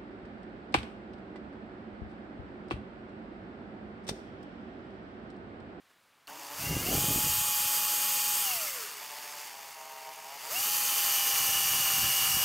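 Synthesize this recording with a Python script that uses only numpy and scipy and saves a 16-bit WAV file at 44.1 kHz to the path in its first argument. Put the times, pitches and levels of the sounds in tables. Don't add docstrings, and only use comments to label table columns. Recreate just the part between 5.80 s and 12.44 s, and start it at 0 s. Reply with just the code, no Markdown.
import sys
import numpy as np
from scipy import signal
from scipy.fft import rfft, irfft
from scipy.io import wavfile
from scipy.ndimage import uniform_filter1d

SR = 44100
rng = np.random.default_rng(int(sys.argv[2]) if len(sys.argv) > 2 else 0)


def log_audio(samples):
    frames = np.atleast_2d(samples).T
    limited = np.clip(frames, -1, 1)
    pcm = np.round(limited * 32767).astype(np.int16)
    wavfile.write(sys.argv[1], SR, pcm)


def natural_amplitude(level_db):
    exponent = np.asarray(level_db, float) / 20
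    return 10 ** exponent


N = 292824
T = np.arange(N) / SR
CHOP_HZ = 143.55
FULL_SPEED = 280


def curve(rows, at=T):
    x, *columns = np.transpose(rows)
    return [np.interp(at, x, column) for column in columns]


def evened(x):
    return x / np.sqrt(np.mean(x ** 2) + 1e-20)


def drift(seconds):
    width = max(round(seconds * SR), 1)
    wander = uniform_filter1d(rng.standard_normal(N), width)
    return evened(uniform_filter1d(wander, width))


def tinted(points):
    f, db = np.transpose(points)
    hz = np.fft.rfftfreq(N, 1 / SR)
    gain = natural_amplitude(np.interp(np.log(hz + 1), np.log(f), db))
    return evened(irfft(rfft(rng.standard_normal(N)) * gain, N))


def ring(x, hz, width):
    return signal.lfilter(*signal.iirpeak(hz, hz / width, SR), x)


def bell(hz, centre, width):
    return 1 / (1 + (2 * (hz - centre) / width) ** 2)


def spells(rows):
    edge_s, gain = .04, 0
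    for start, end, db in rows:
        inside = np.minimum(T - start, end - T)
        gain = gain + natural_amplitude(db) * np.clip(inside / edge_s + .5, 0, 1) ** 2
    return gain


# frequency in Hz, density in dB per Hz.
ROOM = [(30, -20), (120, -4), (400, -6), (1200, 0), (3000, -6), (6000, -13), (15600, -18)]


def workshop():
    return natural_amplitude(-66) * tinted(ROOM)


# start in seconds, level in dB, 60 dB decay in seconds, top in Hz.
HANDLING = [
    (.09, -57, .14, 1500),
    (.092, -68, .05, 15000),
    (.225, -65, .08, 15500),
    (.405, -69, .04, 15000),
]


def handling():
    out, t = np.zeros(N), np.arange(6000) / SR
    for s, db, t60, top_hz in HANDLING:
        band = signal.butter(1, [150, top_hz], "band", fs=SR)
        scuff = evened(signal.lfilter(*band, rng.standard_normal(6000)))
        out[round(s * SR):][:6000] += natural_amplitude(db - 60 * t / t60) * np.clip(t / .02, 0, 1) * scuff
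    return out


# start in seconds, settled speed in turns per s, settling seconds.
MOVES = [(.47, 91, .06), (.69, 125, .08), (.762, 183, .028), (.99, 200, .06), (1.04, 282, .053),
         (1.45, 278.2, .5), (2.615, 101.5, .03), (3.66, 80, .02), (3.92, 72, .02), (4.45, 112, .17),
         (4.615, 150, .07), (4.692, 278, .044), (4.98, 261, .58)]


def armature():
    start_turns, coast_turns_per_s2 = 20, 322
    speed = np.full(N, float(start_turns))
    for s, goal, settle in MOVES:
        i = round(s * SR)
        t, now = T[i:] - T[i], speed[i]
        settling = goal + (now - goal) * np.exp(-t / settle)
        speed[i:] = np.maximum(settling, now - coast_turns_per_s2 * t)
    return speed


# start in seconds, peak in dB, ring in Hz.
TRIGGER = [
    (0.4722, -39.5, 4460),
    (0.478, -36.5, 2830),
    (0.485, -38, 1470),
    (0.4983, -36, 1500),
]


def trigger():
    out, t = np.zeros(N), np.arange(600) / SR
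    for s, db, hz in TRIGGER:
        tick = np.sin(2 * np.pi * hz * t) + 0.38 * np.diff(rng.standard_normal(601))
        out[round(s * SR):][:600] += natural_amplitude(db - 60 * t / 0.011) * tick
    return out


# frequency in Hz, width in Hz, level in dB.
CHOP_RING = [(615, 130, -7), (885, 230, 0), (1250, 400, -26)]
# multiple of its rate, dB re buzz in the first second, dB re buzz later.
CHOP_HUM = [(1, -18, -34), (2, -9, -28), (3, -11, -14), (4, -8, -17)]
# start in seconds, end in seconds, buzz in dB.
CHOPPING = [(.47, .68, -53), (.68, 1.03, -51), (3.2, 3.68, -53), (3.7, 3.93, -54), (3.95, 4.34, -49.5),
            (4.36, 4.59, -51.5), (4.62, 4.73, -49)]
# start in seconds, end in seconds, coil whine in dB at full speed.
WHINING = [
    (1.045, 3.08, -45),
    (4.7, 7, -47),
]


def coils(speed, turns):
    whine_db = 26 * np.log10(speed / FULL_SPEED) - 11 * bell(3 * speed, 545, 60)
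    whine_db = whine_db + .005 * np.maximum(np.gradient(speed) * SR, 0)
    pull = np.cos(2 * np.pi * 3 * turns + .25 * drift(.02))
    whine = np.sqrt(2) * spells(WHINING) * natural_amplitude(whine_db + .8 * drift(.03)) * pull

    gate = sum(np.cos(2 * np.pi * k * CHOP_HZ * T) for k in range(1, 9))
    carrier = np.exp(2j * np.pi * 3 * turns + .35j * drift(.015))
    upper = (carrier * signal.hilbert(gate)).real
    buzz = 0
    for k, (hz, width, db) in enumerate(CHOP_RING):
        buzz = buzz + (-1) ** k * natural_amplitude(db) * ring(ring(upper, hz, width), hz, width)
    buzz = evened(buzz)
    buzz = buzz / np.sqrt(uniform_filter1d(buzz ** 2, size=3000) + 1e-9)
    hum = 0
    for k, early_db, late_db in CHOP_HUM:
        hum = hum + natural_amplitude(np.where(T < 1, early_db, late_db)) * np.cos(2 * np.pi * k * CHOP_HZ * T)
    return spells(CHOPPING) * natural_amplitude(2.0 * drift(.02)) * (buzz + hum) + whine


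BODY_HZ = [150, 300, 560, 900, 1200, 1750, 2150, 2800, 3550, 4700, 5500, 6500, 7500, 8600, 10100, 12300,
           13800, 15300]
# width in Hz, dB crawling, dB in a light cut, dB loaded.
BODY = [(147, -57, -39, -29), (112, -49, -26, -46.5), (273, -9.5, -8.5, -9.5), (251, 5.5, -27, -5),
        (350, 0, 3.5, 1.5), (304, 0.5, -3.5, -2.5), (442, 1.5, -9, -4), (525, 4.5, 6.5, 4.5),
        (356, -5, -16, -7.5), (670, -0.5, 0, 1.5), (573, -3.5, -2, -4), (980, -2, 0.5, 1.5),
        (714, -5.5, -0.5, -3), (1260, -6.5, -0.5, -0.5), (1100, -6.5, -1, -2), (1500, -6, 2, 2),
        (1310, -4.5, 3, 3), (1200, -9, -1.5, -4)]
# turns per s, hiss in dB, housing band in dB re hiss, panel band in dB re hiss.
RATTLE = [(59.5, -52.5, -0.5, -2), (73.5, -50.5, -2, -6), (102.5, -45, -3.5, -8), (142, -40.5, -5.5, -9),
          (185, -36.5, -8, -11), (276, -30.5, -11, -12)]
# time in seconds, load from 0 to 1.
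BITE = [
    (4.8, 0.05),
    (5.2, 0.6),
    (5.8, 1),
]


def body_power(t, hz, speed):
    fast = np.clip((speed - 90) / 150, 0, 1)
    load = np.clip((t - 4.0) / 1.3, 0, 1)
    power = 0
    for f, (width, crawl_db, light_db, loaded_db) in zip(BODY_HZ, BODY):
        db = crawl_db + fast * (light_db + load * (loaded_db - light_db) - crawl_db)
        db = db - 7 * (f == 2150) * (t < .8)
        power = power + natural_amplitude(2 * db) * bell(hz, f, width) ** 1.45
    return power


def hiss(speed, turns, chopped):
    frames, hz = N // 128 + 5, np.fft.rfftfreq(512, 1 / SR)[:, None]
    t = np.arange(frames) * 128 / SR
    slow, bite = np.interp(t, T, speed), curve(BITE, t)[0]
    level_db, housing_db, panel_db = curve(RATTLE, slow)
    level_db = level_db + 2.5 * bite
    housing_db = housing_db + 0.5 * bite
    panel_db = panel_db + 2.5 * bite - 1.0

    def band(lo, hi):
        return (hz >= lo) & (hz < hi)

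    power = body_power(t, hz, slow)
    power = power / (power * band(4200, 15600)).sum(0)
    for lo, hi, db in (0, 2760, housing_db), (2550, 3310, panel_db):
        present = (power * band(max(lo, 950), hi)).sum(0)
        power = np.where(band(lo, hi), power / present * natural_amplitude(2 * db), power)

    a, b, patches = rng.standard_normal((frames, 257, 3)).T
    patches = evened(uniform_filter1d(uniform_filter1d(patches, 5, 0), 24, 1))
    z = (a + 1j * b) * np.sqrt(uniform_filter1d(power, size=3, axis=0)) * natural_amplitude(0.87 * patches)
    noise = signal.istft(z, nperseg=512, noverlap=384)[1][:N]
    no_bass = signal.butter(3, 110, "high", fs=SR, output="sos")
    noise = signal.sosfilt(no_bass, noise)
    treble = uniform_filter1d(z.real ** 2, size=40, axis=1)[49:181].sum(0)
    noise = noise / np.sqrt(treble.mean())

    throb = 0.043 * chopped * np.cos(2 * np.pi * CHOP_HZ * T)
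    for k, depth in ((.64, .1), (1, .09), (1.283, .12), (3, .06)):
        throb = throb + depth * np.cos(2 * np.pi * (k * turns + rng.random()))
    level_db = np.interp(T, t, level_db) + 1.5 + 0.46 * drift(0.0004) + .5 * drift(0.02)
    return natural_amplitude(level_db) * (1 + throb) * noise


# frequency in Hz, width in Hz, lift in dB.
PANEL = [(1250, 200, 7), (1940, 100, -6), (2130, 220, 9), (2320, 120, -5), (2780, 200, 13.5)]


def panel_lift_db(hz):
    return sum(db * bell(hz, centre, width) for centre, width, db in PANEL)


def shaft_tones(speed, turns, lines, at_s, span):
    part, out = slice(round(span[0] * SR), round(span[1] * SR)), np.zeros(N)
    shaft = np.interp(at_s, T, speed)
    coarse = T[part][::64]
    ratio = speed[part][::64] / shaft
    slack = np.clip(5 * (1 - ratio) - .02, 0, .85)
    for hz, db in lines:
        a, b = uniform_filter1d(rng.standard_normal((2, len(coarse))), size=25) * 5
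        lift_db = panel_lift_db(hz * ratio) - panel_lift_db(hz)
        size = natural_amplitude(db + lift_db + 1.5 * (hz > 4000)) * ratio ** (.6 + hz / 3500)
        size = size * np.minimum(ratio, 1) ** ((hz / 3600) ** 3)
        waver = size * (1 - slack + (.16 + hz / 50000 + .7 * slack) * (a + 1j * b))
        tone = np.exp(2j * np.pi * hz / shaft * turns[part])
        out[part] += (tone * np.interp(T[part], coarse, waver)).real
    return 1.7 * out


# frequency in Hz, level in dB.
LIGHT_LINES = [(1114, -57), (1836, -59), (2466, -52), (2794, -56), (3060, -50.5), (3150, -53), (3348, -54),
               (3677, -54.5), (4748, -57), (4915, -57), (6142, -54), (6702, -47.5), (7262, -55),
               (7817, -55), (8096, -54), (8376, -50), (8441, -52), (8656, -53), (8721, -54), (9760, -58),
               (10610, -55), (10890, -56), (11536, -58), (11730, -56), (12285, -51), (12382, -52),
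               (12565, -52), (13108, -55), (13679, -54), (13964, -52)]
# frequency in Hz, level in dB.
LOADED_LINES = [(1050, -53), (1728, -53), (2315, -50), (2799, -43), (2864, -48), (2907, -40), (3155, -54),
                (3456, -56), (4732, -55), (5259, -57), (5437, -56), (5609, -49), (5766, -52), (5943, -50),
                (6293, -51), (6837, -55), (7870, -54), (8656, -53), (8748, -51), (8920, -54), (9706, -57),
                (9970, -55), (10503, -59), (11553, -53), (12123, -55), (12355, -55), (12958, -55),
                (13254, -54), (13711, -53), (15122, -57)]


def gears(speed, turns):
    light = shaft_tones(speed, turns, LIGHT_LINES, 2.0, (.5, 3.2))
    loaded = shaft_tones(speed, turns, LOADED_LINES, 6.3, (4.4, 7))
    bite = np.interp(T, [4.6, 4.7, 5.0, 5.6, 6.0, 6.4], [0, .55, .55, .95, .95, 1.02])
    return light + bite * loaded


# peak in seconds, thump in dB, flutter in dB, seconds to swell 10 dB,
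# seconds to sink 10 dB.
GUSTS = [(.85, -45, -46, .06, .2), (.955, -34, -36.5, .11, .08), (1.02, -39, -35, .05, .08),
         (1.12, -34.5, -30, .07, .1), (1.25, -35, -35.5, .16, .3), (1.44, -42, -47, .12, .13),
         (1.688, -60, -57, .08, .05), (1.83, -53, -58, .04, .08), (4.74, -60, -56, .04, .1),
         (5.65, -52, -59, .1, .5), (6.0, -50, -60, .3, .12), (6.2, -42, -46, .06, .1),
         (6.59, -44, -62, .2, .06)]
# frequency in Hz, density in dB per Hz.
THUMP = [(15, -42), (30, -15), (65, 0), (140, 4.5), (220, -7), (350, -23), (2000, -90)]
# frequency in Hz, density in dB per Hz.
FLUTTER = [(60, -47), (200, -6.5), (300, -1.5), (450, -10), (700, -13), (1000, -28.5), (3000, -90)]


def draught(speed):
    breeze_db = -65.5 + 37 * np.log10(speed / FULL_SPEED)
    thump, flutter = natural_amplitude(2 * breeze_db), 0
    for s, thump_db, flutter_db, rise, fall in GUSTS:
        away_db = 10 * ((T - s) / np.where(T < s, rise, fall)) ** 2
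        thump = thump + natural_amplitude(2 * (thump_db - away_db))
        flutter = flutter + natural_amplitude(2 * (flutter_db - 2.5 * away_db))
    lumps = natural_amplitude(3.56 * np.clip(drift(0.0036), -3, 1.4) + 1.0 * drift(.012))
    wind = np.sqrt(thump) * tinted(THUMP) + np.sqrt(flutter) * tinted(FLUTTER)
    return natural_amplitude(-4.0) * lumps * wind * (T > .6)


def panel_squeal(turns):
    low = np.cos(2 * np.pi * 15.32 * turns)
    high = .5 * np.cos(2 * np.pi * 33.2 * turns + 1.5 * drift(.004))
    held = np.interp(T, [.79, .86, 1.0, 1.03], [0, 1, 1, 0])
    return natural_amplitude(-43 + 2.5 * drift(.012)) * (low + high) * held


# multiple of shaft speed, level in dB.
WOBBLE = [
    (.637, -61.5),
    (1.001, -66),
    (2, -61.5),
]


def wobble(speed, turns):
    low = sum(natural_amplitude(db) * np.cos(2 * np.pi * k * turns) for k, db in WOBBLE)
    grip = np.interp(T, [1.6, 1.9, 4, 5.5], [0.039, 0.82, 0.38, 0.5])
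    return np.sqrt(2) * low * (speed / FULL_SPEED) ** 5 * grip


def scene():
    speed = armature()
    turns = np.cumsum(speed) / SR
    chopped = np.clip((200 - speed) / 60, 0, 1)
    drill = coils(speed, turns) + hiss(speed, turns, chopped) + gears(speed, turns)
    drill = drill + panel_squeal(turns) + wobble(speed, turns)
    drill = drill * np.clip((T - .472) / 0.0067, 0, 1)
    mono = workshop() + handling() + trigger() + drill + draught(speed)
    return np.array([mono, mono])


def top_cut(x):
    return signal.sosfilt(signal.butter(12, 16690, fs=SR, output="sos"), x)


def record(dry):
    low_pass = signal.firwin(401, 15780, window=("kaiser", 9), fs=SR)
    mix = signal.oaconvolve(dry, low_pass[None], "same")
    return top_cut(mix)


dry = scene()
out = record(dry)
log_audio(out)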